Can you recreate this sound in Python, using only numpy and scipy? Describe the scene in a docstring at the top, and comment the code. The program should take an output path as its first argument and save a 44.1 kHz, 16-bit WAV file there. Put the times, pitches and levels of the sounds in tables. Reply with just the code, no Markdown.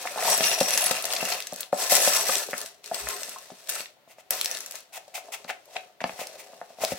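"""Plastic toy bricks rattle in a hollow plastic tub, pour out onto a wooden floor and are stirred by hand.
Dense random contacts excite the damped modes of bricks, tub and boards; single clicks are bursts of banded noise.
Knocks ring the tub's walls, its air and the boards; fingers slipping on the wall are a dense shaped rub.
Soft low bumps and a steady hush lie beneath; a small room answers the contacts with a short noise tail.
Each contact reaches two ports at slightly different times."""
import sys
import numpy as np
from scipy import signal
from scipy.fft import rfft, irfft
from scipy.io import wavfile

SR = 44100
rng = np.random.default_rng(int(sys.argv[2]) if len(sys.argv) > 2 else 0)


def unload_wav(signal):
    """Save mono or channel-first audio to the path in sys.argv[1] as 16-bit WAV at rate SR, clipped to [-1, 1]."""
    wavfile.write(
        sys.argv[1],
        SR,
        np.round(np.clip(np.atleast_2d(signal).T, -1, 1) * 32767).astype(np.int16),
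    )


N = 307818

# Motion of the bricks as their level. Each row: time in seconds, level in dB.
FIRST_TIP = [(0.0, -40), (0.141, -39), (0.19, -37), (0.323, -22), (0.374, -31.5), (0.445, -26),
             (0.576, -34), (0.618, -31), (0.919, -29.5), (1.022, -40), (1.12, -34), (1.335, -33),
             (1.503, -51), (1.624, -42), (1.719, -75)]
POUR = [(1.726, -44.5), (1.824, -29), (1.893, -37.5), (1.898, -25.5), (1.938, -23), (2.169, -26.5),
        (2.247, -32.5), (2.299, -28), (2.406, -33.5), (2.49, -44), (2.632, -38), (2.727, -57.5),
        (2.829, -70.5)]
STIR = [(2.842, -47), (2.919, -46.5), (2.953, -35.5), (3.051, -40.5), (3.118, -36), (3.374, -46),
        (3.5, -53), (3.679, -53)]
SWEEP = [(3.69, -37), (3.757, -35), (3.817, -40), (3.97, -81.5), (4.298, -71)]
SHAKE = [(4.309, -32.5), (4.416, -40.5), (4.566, -39), (4.693, -51), (4.76, -42.5), (4.865, -66.5),
         (4.945, -76)]
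HANDLING = [(4.985, -64), (5.353, -54.5), (5.644, -66), (5.758, -50.5), (5.988, -79), (6.061, -48),
            (6.397, -52.5), (6.77, -60.5), (6.82, -39.5), (6.969, -44)]
# Balance of each gesture at middling motion. Each row: curve, tub above the bricks in dB, treble tilt in dB.
GESTURES = [(FIRST_TIP, -5, -1.5), (POUR, -6, 1), (STIR, -7.5, 0.26), (SWEEP, -10, 0.33), (SHAKE, -7, -0.3),
            (HANDLING, 0.42, -0.5)]
# Modes of the bricks. Each row: frequency in Hz, level in dB, t60 in seconds.
BRICK_MODES = [(1315, -4, 0.011), (1753, -6, 0.019), (2030, -1, 0.018), (2500, -1.5, 0.022),
               (2740, -4, 0.019), (3880, -6.5, 0.0025), (4560, 0.5, 0.0074), (5250, -4, 0.013),
               (5800, -8.5, 0.035), (5880, -6.5, 0.024), (6350, -9.5, 0.024), (7940, -1.5, 0.025),
               (8350, -3.5, 0.025), (9220, -17.5, 0.03), (10460, -8, 0.03), (10956, -4.5, 0.024),
               (12260, -2.5, 0.017), (14200, -7.5, 0.014)]
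# Modes of the tub and its air column. Each row: frequency in Hz, level in dB, t60 in seconds (knocks shorten it).
TUB_MODES = [(413, -13.5, 0.11), (539, -5.5, 0.029), (611, -0.5, 0.039), (677, -6, 0.076),
             (729, -3.5, 0.067), (902, 0, 0.011), (1040, -14, 0.082), (1346, -0.5, 0.017),
             (1764, -9, 0.055)]
# Modes of the floor boards. Each row: frequency in Hz, level in dB, t60 in seconds (knocks lengthen it slightly).
BOARD_MODES = [(149, -20, 0.062), (190, -7, 0.12), (245.4, -2.5, 0.084), (325, -4.5, 0.031)]
# Stretches in which one piece is struck most and its mode is lifted (or, if negative, lowered).
# Each row: start in seconds, length in seconds, mode in Hz, lift in dB.
LEADERS = [(0.3, 0.29, 5750, 14), (0.6, 0.15, 5750, 15.5), (0.66, 0.16, 10700, 5), (0.95, 0.25, 8350, 6),
           (1.2, 0.25, 2740, 4.5), (1.93, 0.3, 5880, 9.5), (0.16, 0.5, 11040, 7), (0.73, 0.14, 11040, 14.5),
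           (0.3, 0.062, 7840, 10), (2.2, 0.82, 7840, 2.5), (0.39, 0.87, 2740, 10), (1.9, 0.29, 11040, 5.5),
           (2.9, 0.9, 8350, 7.5), (2.94, 0.2, 1050, 9), (1.6, 0.6, 1050, 6), (2.2, 0.06, 6400, 13),
           (2.45, 0.8, 414, 7.5), (3.72, 0.24, 7840, 4.5), (6.1, 0.24, 533, -4), (4.31, 0.1, 14200, 16)]
# Knocks on the tub. Each row: time in seconds, level of the ringing air and drive of the walls in dB,
# pitch of the air inside in Hz, drive of the boards in dB, contact time in ms.
KNOCKS = [(0.041, -31, 790, -72, 0.32), (0.053, -21, 720, -66, 0.34), (0.159, -22.5, 670, -56, 0.39),
          (0.175, -21, 860, -60, 0.42), (0.19, -22, 735, -62, 0.36), (0.224, -16.5, 666, -62, 0.77),
          (0.251, -17.5, 730, -56, 0.7), (0.278, -16, 945, -51, 1), (0.289, -21, 706, -53, 0.94),
          (0.405, -11.5, 657, -36, 0.88), (0.515, -20.5, 663, -50, 0.48), (0.61, -10.5, 554, -29, 0.51),
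          (0.909, -18, 530, -39, 0.9), (1.042, -22.5, 676, -60, 0.88), (1.227, -16.5, 657, -38, 0.78),
          (1.319, -30, 667, -67, 1), (1.525, -24, 610, -43, 0.81), (1.728, -9.5, 581, -35.5, 0.56),
          (1.921, -10, 598, -39.5, 0.79), (2.074, -10, 582, -38.5, 0.82), (2.29, -19.5, 540, -44.5, 0.36),
          (2.363, -24.5, 410, -52, 0.77), (2.487, -28.5, 460, -53, 0.45), (2.531, -24, 590, -44.5, 0.41),
          (2.643, -32, 637, -63, 0.91), (2.913, -13, 677, -46.5, 0.85), (2.943, -31, 670, -54, 0.96),
          (3.07, -26, 638, -64, 0.57), (3.284, -35, 680, -61, 0.56), (3.36, -30, 1067, -65, 0.7),
          (3.502, -36.5, 634, -69, 0.47), (3.517, -38, 407, -47.5, 0.52), (3.803, -30, 637, -54, 0.71),
          (4.075, -41.5, 672, -66, 0.67), (4.183, -39, 640, -68, 0.58), (4.307, -32, 570, -59, 0.36),
          (4.742, -36, 633, -79, 0.34), (4.976, -32, 674, -85, 0.78), (5.079, -37, 611, -70, 0.74),
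          (5.178, -29, 697, -72, 0.6), (5.283, -29.5, 680, -64, 0.87), (5.447, -34, 626, -52.5, 0.44),
          (5.496, -32, 634, -60, 0.8), (5.504, -24, 723, -59, 0.76), (5.756, -25, 698, -67, 0.96),
          (5.763, -30, 656, -59, 0.78), (5.86, -49, 680, -71, 0.58), (6.006, -25, 670, -64, 0.95),
          (6.015, -29.5, 620, -47, 0.35), (6.041, -15, 686, -34.5, 0.17), (6.094, -26.5, 660, -50, 0.34),
          (6.191, -28, 702, -52, 0.4), (6.214, -27, 607, -56, 0.7), (6.364, -40, 600, -66, 0.7),
          (6.385, -44, 605, -70, 0.6), (6.533, -35, 660, -60.5, 0.5), (6.614, -25.5, 674, -57.5, 0.52),
          (6.624, -32, 686, -70, 0.76), (6.703, -37, 676, -64, 0.56), (6.785, -29.5, 650, -59, 0.93),
          (6.805, -29, 750, -56.5, 0.63), (6.816, -22, 630, -52, 1), (6.835, -9, 642, -43, 0.94),
          (6.919, -19, 548, -35.5, 0.91)]
# Single bricks clicking. Each row: time in seconds, peak level in dB, band centre in Hz,
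# decay time in ms (held to 0.1-6 ms).
CLICKS = [(0.0728, -18.5, 1990, 1.1), (0.184, -24, 2500, 1.5), (0.2246, -20, 1760, 1),
          (0.255, -20, 2500, 1.5), (0.2989, -8.5, 9500, 4.8), (0.3768, -11, 10600, 2.2),
          (0.4074, -12.5, 3120, 1.7), (0.4376, -12.5, 3580, 4.9), (0.458, -20, 5930, 1.5),
          (0.5139, -17, 3500, 2.3), (0.549, -16, 5280, 0.5), (0.587, -26, 6000, 0.8),
          (0.603, -11, 4770, 5.2), (0.6307, -14, 7100, 1.2), (0.7064, -13, 4480, 1.1),
          (0.741, -23, 10900, 2.5), (0.755, -23, 11200, 3), (0.775, -6, 5880, 3), (0.809, -11, 11000, 1.7),
          (0.8406, -11.5, 8900, 2), (0.8652, -12.5, 4060, 3.2), (0.91, -11.5, 3880, 4),
          (0.983, -28, 8200, 1), (1.023, -19.5, 9290, 3.8), (1.0422, -14.5, 4490, 1.2),
          (1.053, -14.5, 7200, 2.8), (1.103, -23, 3330, 2.5), (1.1264, -13, 5320, 0.66),
          (1.1349, -12.5, 4400, 2.1), (1.163, -15, 3550, 4.3), (1.2514, -15.5, 7500, 3),
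          (1.303, -17, 4380, 0.4), (1.322, -17.5, 3200, 2.9), (1.404, -14.5, 5100, 0.31),
          (1.424, -20.5, 4460, 0.44), (1.47, -19.5, 5600, 1.7), (1.524, -23.5, 5270, 0.41),
          (1.534, -21, 8780, 0.48), (1.5413, -21.5, 7100, 0.3), (1.561, -22, 7330, 0.46),
          (1.587, -28, 7000, 0.5), (1.6055, -14.5, 11600, 3.3), (1.631, -21, 3430, 0.32),
          (1.7272, -26, 1630, 2.2), (1.8282, -23, 6000, 2), (1.899, -15, 6590, 1.6), (1.905, -30, 7000, 1),
          (1.9183, -7.5, 8350, 6.5), (1.9522, -4, 6350, 2.4), (2.165, -12.5, 6420, 2.8),
          (2.2847, -11.5, 5480, 1.3), (2.2929, -17, 1290, 4.4), (2.322, -17, 8050, 0.85),
          (2.3548, -5, 4380, 0.6), (2.3827, -11, 7900, 0.39), (2.5092, -24, 6920, 2.7),
          (2.532, -18.5, 1740, 0.57), (2.5385, -22, 1580, 1.1), (2.5794, -18.5, 8250, 1.7),
          (2.605, -23, 8900, 0.5), (2.6146, -18, 5900, 1.1), (2.6603, -24, 5100, 1.1),
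          (2.8422, -28.5, 4300, 0.94), (2.86, -25.5, 5560, 1.3), (2.9442, -19, 4300, 2.7),
          (3.07, -24, 1650, 3.4), (3.0874, -14.5, 7140, 1.1), (3.2322, -18.5, 4200, 1.4),
          (3.293, -21, 6700, 1.9), (3.362, -42, 1100, 6.8), (3.3854, -27, 5610, 0.95),
          (3.503, -38, 3620, 4.2), (3.6717, -32, 4020, 3), (3.6923, -13, 7100, 2.4),
          (3.6972, -16.5, 8480, 3), (3.8062, -23, 3290, 1), (3.8578, -29.5, 2920, 0.95),
          (4.3067, -4.5, 12100, 1.9), (4.4127, -7.5, 5100, 1), (4.445, -13.5, 6900, 3.5),
          (4.4584, -9.5, 5110, 0.73), (4.5056, -29, 4800, 0.51), (4.5134, -10.5, 5540, 0.55),
          (4.5483, -21.5, 3700, 2.7), (4.571, -21.5, 5360, 1.1), (4.588, -26, 6310, 0.7),
          (4.605, -19.5, 6000, 1.8), (4.6615, -22, 6600, 1.4), (4.7098, -23, 9220, 2.3),
          (4.722, -25.5, 7980, 0.55), (4.7553, -21, 6170, 1.1), (4.788, -35, 8000, 1),
          (4.805, -37, 9000, 1), (5.08, -41, 5030, 2), (5.443, -36, 3650, 3.6), (5.492, -29, 2290, 4.5),
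          (5.5001, -16.5, 1970, 0.32), (5.656, -43, 8150, 2), (5.7653, -20.5, 2380, 2.4),
          (6.0048, -24.5, 2050, 0.7), (6.0165, -31, 1980, 1.8), (6.04, -17, 2630, 1.4),
          (6.094, -26.5, 2030, 1.5), (6.2701, -24, 5370, 1.8), (6.613, -33, 1510, 2.6),
          (6.849, -11, 5280, 0.87)]
# Soft low bumps. Each row: time in seconds, initial pitch in Hz, level in dB, length in seconds.
BUMPS = [(3, 69.8, -47.5, 0.13), (6.03, 80.5, -57, 0.049), (6.122, 130, -58, 0.027),
         (6.805, 69.5, -59.5, 0.045), (6.901, 101, -47.5, 0.061)]
# Fingers slipping on the tub wall. Each row: start in seconds, length in seconds, level in dB,
# share of the length spent rising, treble in dB.
SLIPS = [(4.076, 0.07, -54.5, 0.59, 5.5), (4.172, 0.042, -50.5, 0.95, 2), (4.921, 0.063, -37, 0.88, 3.5),
         (5.139, 0.068, -36, 0.24, 4.5), (5.318, 0.044, -33.5, 0.5, 5), (5.476, 0.04, -27, 0.73, -9),
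         (5.749, 0.026, -31, 0.54, -29), (6.003, 0.025, -31, 0.25, -26.5), (6.175, 0.084, -34, 0.43, 0.5),
         (6.382, 0.043, -52.5, 0.53, 13), (6.805, 0.054, -32, 0.69, 7), (6.89, 0.051, -41, 0.74, 10)]
# Spectra of the bare contact, the rub and the hush. Each row: frequency in Hz, level in dB (floored at -50).
CRACK_SPECTRUM = [(530, -55), (900, -2), (2190, -4), (2600, -1), (4050, -0.5), (5890, 1), (9200, -3.5),
                  (10900, -3.5), (16000, -9)]
RUB_SPECTRUM = [(180, -40), (300, -39.5), (749, 0), (1150, -15), (1400, -11.5), (1700, -20), (2000, -6.5),
                (2500, -7), (4000, -16.5), (5300, -15.5), (7080, -14.5), (16000, -21)]
HUSH_SPECTRUM = [(15, -62), (25, -36.5), (97, -15.5), (161, -12), (335, -13), (489, -16), (962, -23),
                 (1070, -15.5), (1230, -14), (4370, -19), (5200, -25), (9500, -30), (16000, -25)]

CONTACTS_PER_S, TUB_CONTACTS_PER_S, BOARD_CONTACTS_PER_S = 2000, 750, 160
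MIDDLING_DB = -38
TUB_FOLLOWS = 0.82   # share of the motion's swing in dB
TILT_PER_DB = 0.1448   # harder motion is brighter
TUB_REST_DB = -65.5   # the held tub murmurs
RING_FOLLOWS = 0.3   # exponent: gentle contacts ring the bricks less
TUB_LOW_HZ = 390   # the tub radiates little below this
TUB_SOFT_HZ, TUB_SHARPNESS = 930, 1.3   # corner and exponent: gentle contacts leave upper tub modes quiet
PIECE_DETUNE = 0.012   # alike pieces ring a little apart in pitch
AIR_T60_S, AIR_RISE_CONTACTS = 0.041, 3.3   # the air swells over a few contact times
WALL_DB, KNOCK_SPREAD_DB = -6, 3   # walls under the air; spread between modes
TWIN_RATIO, TWIN_DB = 1.2, -8.5   # a second air mode above the first
CLICK_OCTAVES, NARROW_BELOW_HZ = 1.59, 3800   # band width; low clicks are narrower in proportion
CLICK_RISE_SHARE, CLICK_RING_DB = 0.18, -17.5   # rise as a share of decay time; level of the brick mode
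BUMP_PHASE_SAG_PER_S, BUMP_ROUGH = 0.74, 0.61   # falling pitch; weight of the lumpy noise
SLIP_DULLING_DB = 6.5   # the treble fades along a slip as the skin slows
ROOM_T60_S, WALL_CUT_HZ, ROOM_DB = 0.25, 8000, -7.5
HUSH_DB = -63.5
LEFT_DB, LEFT_TREBLE_DB = 0.98, 0.68   # raised at the left, lowered as much at the right
CUTOFF_HZ = 16000


def amp(db):
    """Logarithmic level: decibels become a linear gain."""
    return 10 ** (np.asarray(db) / 20)


def rms_one(x):
    """Power normalisation: scale to an rms of 1."""
    return x / np.sqrt(np.mean(x ** 2) + 1e-20)


def butter(x, order, hz, kind):
    """Maximally flat filtering: pass the low, high or band part."""
    return signal.sosfilt(signal.butter(order, hz, kind, fs=SR, output="sos"), x)


def treble(x, hz):
    """First-order high-pass: keep the part above a corner."""
    return butter(x, 1, hz, "high")


def colour(x, points):
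    """Minimum-phase filtering: a causal response gives the spectrum, so that nothing sounds early."""
    hz, level_db = np.transpose(points)
    grid = np.maximum(np.fft.rfftfreq(4096, 1 / SR), 1)
    grid_db = np.interp(np.log(grid), np.log(hz), np.maximum(level_db, -50))
    cepstrum = irfft(np.log(amp(grid_db)))
    # fold the cepstrum onto positive times
    cepstrum[1:2048] *= 2
    cepstrum[2049:] = 0
    response = irfft(np.exp(rfft(cepstrum)))
    return signal.oaconvolve(x, response[None], axes=1)[:, :N]


def ring(impulses, hz, t60):
    """Damped resonator: a unit impulse sets a decaying sine ringing."""
    radius, angle = amp(-60 / (t60 * SR)), 2 * np.pi * hz / SR
    feedback = [1, -2 * radius * np.cos(angle), radius * radius]
    return signal.lfilter([0, np.sin(angle)], feedback, impulses + 1e-18)


def drift(rate):
    """Slow random variation: normal values, rate a second, joined by straight lines."""
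    knots = rng.standard_normal(int(N / SR * rate) + 2)
    return np.interp(np.arange(N) / SR * rate, np.arange(len(knots)), knots)


def two_ports(at, sizes, lag, pan_db):
    """Interaural-style cues: each contact differs by some samples and decibels between the ports."""
    out = np.zeros((2, N))
    right_at = at + np.round(lag).astype(int)
    np.add.at(out[0], np.clip(at, 0, N - 1), sizes * amp(pan_db / 2))
    np.add.at(out[1], np.clip(right_at, 0, N - 1), sizes * amp(-pan_db / 2))
    return out


def contacts(per_s, spread_db, lag_spread):
    """Random point process: times, uneven sizes, lags in samples, pans in dB and a choice from 0 to 1."""
    draw = rng.random((6, N))
    at = np.flatnonzero(draw[0] < per_s / SR)
    sizes = amp(-spread_db * np.log(1 - 0.97 * draw[1, at])) * np.sign(draw[2, at] - 0.5)
    lag = lag_spread * (2 * draw[3, at] - 1)
    pan_db = 5.8 * (2 * draw[4, at] - 1)
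    return at, sizes, lag, pan_db, draw[5, at]


def body(modes, turnover_db, at, sizes, lag, pan_db, choice):
    """Modal synthesis: each contact excites one mode, whose level and pitch shift as other pieces take over."""
    which, out = (choice * len(modes)).astype(int), 0
    mode_hz = np.array(modes)[:, 0]
    for k, (hz, db, t60) in enumerate(modes):
        mine = which == k
        times = at[mine]
        level_db = db + turnover_db * drift(9)[times]
        for start, length, lead_hz, lift_db in LEADERS:
            nearest = abs(np.log(lead_hz / mode_hz)).argmin()
            if nearest == k and abs(np.log(lead_hz / hz)) < 0.15:
                leading = (times > start * SR) * (times < (start + length) * SR)
                level_db = level_db + lift_db * leading
        upper = drift(14)[times] > 0
        for piece, shift in ((upper, 1 + PIECE_DETUNE), (~upper, 1 - PIECE_DETUNE)):
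            struck = two_ports(times, piece * sizes[mine] * amp(level_db), lag[mine], pan_db[mine])
            out = out + ring(struck, shift * hz, t60)
    return out


def motion():
    """Common excitation: brick gain, tub gain and treble tilt all follow how hard the bricks move."""
    rows = [(s, db, tub_db, tilt_db) for curve, tub_db, tilt_db in GESTURES for s, db in curve]
    s, *columns = np.transpose(rows)
    t, s = np.arange(N) / SR, np.maximum.accumulate(s)
    brick_db, tub_db, tilt_db = [np.interp(t, s, column) for column in columns]
    swing_db = brick_db - MIDDLING_DB
    moving_tub = amp(MIDDLING_DB + tub_db + TUB_FOLLOWS * swing_db)
    tub_gain = np.hypot(moving_tub, amp(TUB_REST_DB))
    return amp(brick_db), tub_gain, tilt_db + TILT_PER_DB * swing_db


def hush():
    """Stationary noise: a faint steady hush, independent in each port."""
    return amp(HUSH_DB) * rms_one(colour(rng.standard_normal((2, N)), HUSH_SPECTRUM))


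def rattle():
    """Dense impact excitation: clumped brick contacts crack and ring, while others ring the tub and boards."""
    brick_gain, tub_gain, tilt_db = motion()
    effort = np.minimum(brick_gain / amp(MIDDLING_DB), 1)
    clumps = amp(2 * drift(90))

    hits = contacts(CONTACTS_PER_S, spread_db=1.5, lag_spread=5.0)
    crack = rms_one(colour(two_ports(*hits[:4]), CRACK_SPECTRUM))
    ringing = rms_one(body(BRICK_MODES, 2.4, *hits))
    bricks = crack + amp(-2.5) * effort ** RING_FOLLOWS * ringing
    bright = treble(bricks, 4040)
    bricks = amp(-tilt_db) * (bricks - bright) + amp(tilt_db) * bright

    tub = body(TUB_MODES, 1.34, *contacts(TUB_CONTACTS_PER_S, spread_db=3.5, lag_spread=2.6))
    tub = butter(tub, 2, TUB_LOW_HZ, "high")
    soft = butter(tub, 4, TUB_SOFT_HZ, "low")
    tub = soft + (tub - soft) * effort ** TUB_SHARPNESS

    boards = body(BOARD_MODES, 2.1, *contacts(BOARD_CONTACTS_PER_S, spread_db=3.5, lag_spread=5.74))
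    boards = amp(-30) * brick_gain * rms_one(boards)
    return clumps * brick_gain * bricks + tub_gain * rms_one(tub) + boards


def knocks():
    """Impulse response to a finite push: walls and boards ring; the mouth's hold sets the air's pitch."""
    walls, boards, air = np.zeros((len(TUB_MODES), N + SR)), np.zeros(N + SR), np.zeros(N + SR)
    t = np.arange(SR // 8) / SR
    for s, db, hz, boards_db, contact_ms in KNOCKS:
        contact_ms, at = max(contact_ms, 0.1), round(s * SR)
        push = np.hanning(contact_ms * SR // 1000 + 3)
        push = push / push.sum()
        uneven_db = rng.normal(0, KNOCK_SPREAD_DB, (len(TUB_MODES), 1))
        walls[:, at:at + len(push)] += amp(db + WALL_DB + uneven_db) * push
        boards[at:at + len(push)] += amp(boards_db + 6) * push
        swell = np.sin(np.pi / 2 * np.minimum(1000 * t / (AIR_RISE_CONTACTS * contact_ms), 1))
        tone = np.sin(2 * np.pi * hz * t) + amp(TWIN_DB) * np.sin(2 * np.pi * hz * t * TWIN_RATIO)
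        air[at:at + len(t)] += amp(db - 60 * t / AIR_T60_S) * swell * tone
    hollow = air[:N]
    for k, (hz, db, t60) in enumerate(TUB_MODES):
        hollow = hollow + (-1) ** k * amp(db) * ring(walls[k, :N], hz, 0.58 * t60)   # alternate signs
    hollow = butter(hollow, 2, TUB_LOW_HZ, "high")
    thud = sum(amp(db) * ring(boards[:N], hz, 1.02 * t60) for hz, db, t60 in BOARD_MODES)
    return hollow + thud * amp([[1.5], [-1.5]])


def clicks():
    """Transient noise burst: a gritty crack decays in the band that the two touching bricks sound in."""
    out, t = np.zeros((2, N + 2048)), np.arange(1024) / SR
    for s, db, hz, decay_ms in CLICKS:
        common, side = rng.standard_normal((2, len(t)))
        lag, pan_db = rng.integers(-4, 5), rng.normal(0.66, 1.25)
        rise = 1 - np.exp(-1000 * t / np.clip(CLICK_RISE_SHARE * decay_ms, 0.03, 3))
        fall = np.exp(-1000 * t / np.clip(decay_ms, 0.1, 6))
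        crack = (common + 0.28 * side * [[1], [-1]]) * rise * fall
        octaves = CLICK_OCTAVES * min(hz / NARROW_BELOW_HZ, 1)
        edges = np.clip(hz * 2 ** (octaves * np.array([-0.5, 0.5])), 300, 19000)
        crack = butter(crack, 1 + (hz < NARROW_BELOW_HZ), edges, "band")
        peak = abs(crack.mean(axis=0)).max()
        click = amp(db) * crack / peak * amp([[pan_db], [-pan_db]])
        at = round(s * SR)
        out[0, at:][:len(t)] += click[0]
        out[1, max(at + lag, 0):][:len(t)] += click[1]
    return out[:, :N]


def click_rings():
    """Selective resonance: after each click the brick mode nearest to its band rings on."""
    s, db, hz, _ = np.transpose(CLICKS)
    nearest = abs(np.log(hz[:, None] / np.array(BRICK_MODES)[:, 0])).argmin(axis=1)
    places = 2 * rng.random((len(s), 2)) - 1
    out = 0
    for k, (mode_hz, _, t60) in enumerate(BRICK_MODES):
        mine = nearest == k
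        at = (s[mine] * SR).astype(int)
        struck = two_ports(at, amp(db[mine] + CLICK_RING_DB), 4 * places[mine, 0], 3 * places[mine, 1])
        out = out + ring(struck, mode_hz, t60)
    return out


def bumps():
    """Low-frequency pulses: sinking cycles under a smooth swell, over a lumpy rumble that follows the motion."""
    t, out = np.arange(N) / SR, np.zeros((2, N))
    lumps = rms_one(butter(rng.standard_normal((2, N)), 2, [50, 130], "band"))
    for s, hz, db, length in BUMPS:
        sag = 1 - BUMP_PHASE_SAG_PER_S * np.clip(t - s, 0, length)
        cycles = np.sin(2 * np.pi * hz * (t - s) * sag)
        swell = np.sin(np.pi * np.clip((t - s) / length, 0, 1)) ** 2
        out += amp(db) * swell * (cycles + BUMP_ROUGH * lumps)
    rumble = amp(-54) * motion()[0] ** 0.66 * lumps
    return (out + rumble) * amp([[3.5], [-3.5]])   # stronger at the left


def slips():
    """Stick-slip friction: skin stutters over the wall as very dense small contacts that rise and fall."""
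    t, low, high = np.arange(N) / SR, np.zeros(N), np.zeros(N)
    for s, length, db, rise, treble_db in SLIPS:
        top = s + np.clip(rise, 0.05, 0.95) * length
        stroke = amp(db) * np.interp(t, [s, top, s + length], [0, 1, 0]) ** 0.9
        dulling_db = SLIP_DULLING_DB * (np.clip((t - s) / length, 0, 1) - 0.5)
        low = low + stroke
        high = high + amp(treble_db - dulling_db) * stroke
    touches = contacts(3200, spread_db=1.3, lag_spread=3.4)
    rub = rms_one(colour(two_ports(*touches[:4]), RUB_SPECTRUM))
    bright = treble(rub, 2500)
    return low * (rub - bright) + high * bright


def room(x):
    """Diffuse reverberation: a tail of decaying noise, own in each channel, duller as it dies."""
    t = np.arange(SR // 2) / SR
    noise = rng.standard_normal((2, len(t)))
    dull = butter(noise, 1, WALL_CUT_HZ, "low")
    tail = dull + (noise - dull) * np.exp(-t / 0.022)
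    tail = tail * amp(-60 * t / ROOM_T60_S) * (1 - np.exp(-t / 0.00019))
    tail = treble(tail, 500)
    return signal.oaconvolve(x, tail / np.sqrt(np.sum(tail ** 2) / 2), axes=1)[:, :N]


def scene():
    """Linear superposition: all sources, the room and the hush add; the left port faces the bricks."""
    near = rattle() + knocks() + clicks() + click_rings() + slips()
    near = butter(near, 3, 140, "high")   # the near sources carry little below 140 Hz
    out = near + amp(ROOM_DB) * room(near) + bumps() + hush()
    out = out + treble(out, 6300) * (amp([[LEFT_TREBLE_DB], [-LEFT_TREBLE_DB]]) - 1)
    return out * amp([[LEFT_DB], [-LEFT_DB]])


def record(dry):
    """Saturation and band limiting: the highest peaks are rounded, then the top is cut."""
    cut = signal.ellip(10, 0.5, 80, CUTOFF_HZ, fs=SR, output="sos")
    return signal.sosfilt(cut, 0.9 * np.tanh(dry / 0.9))


dry = scene()
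out = record(dry)
unload_wav(out)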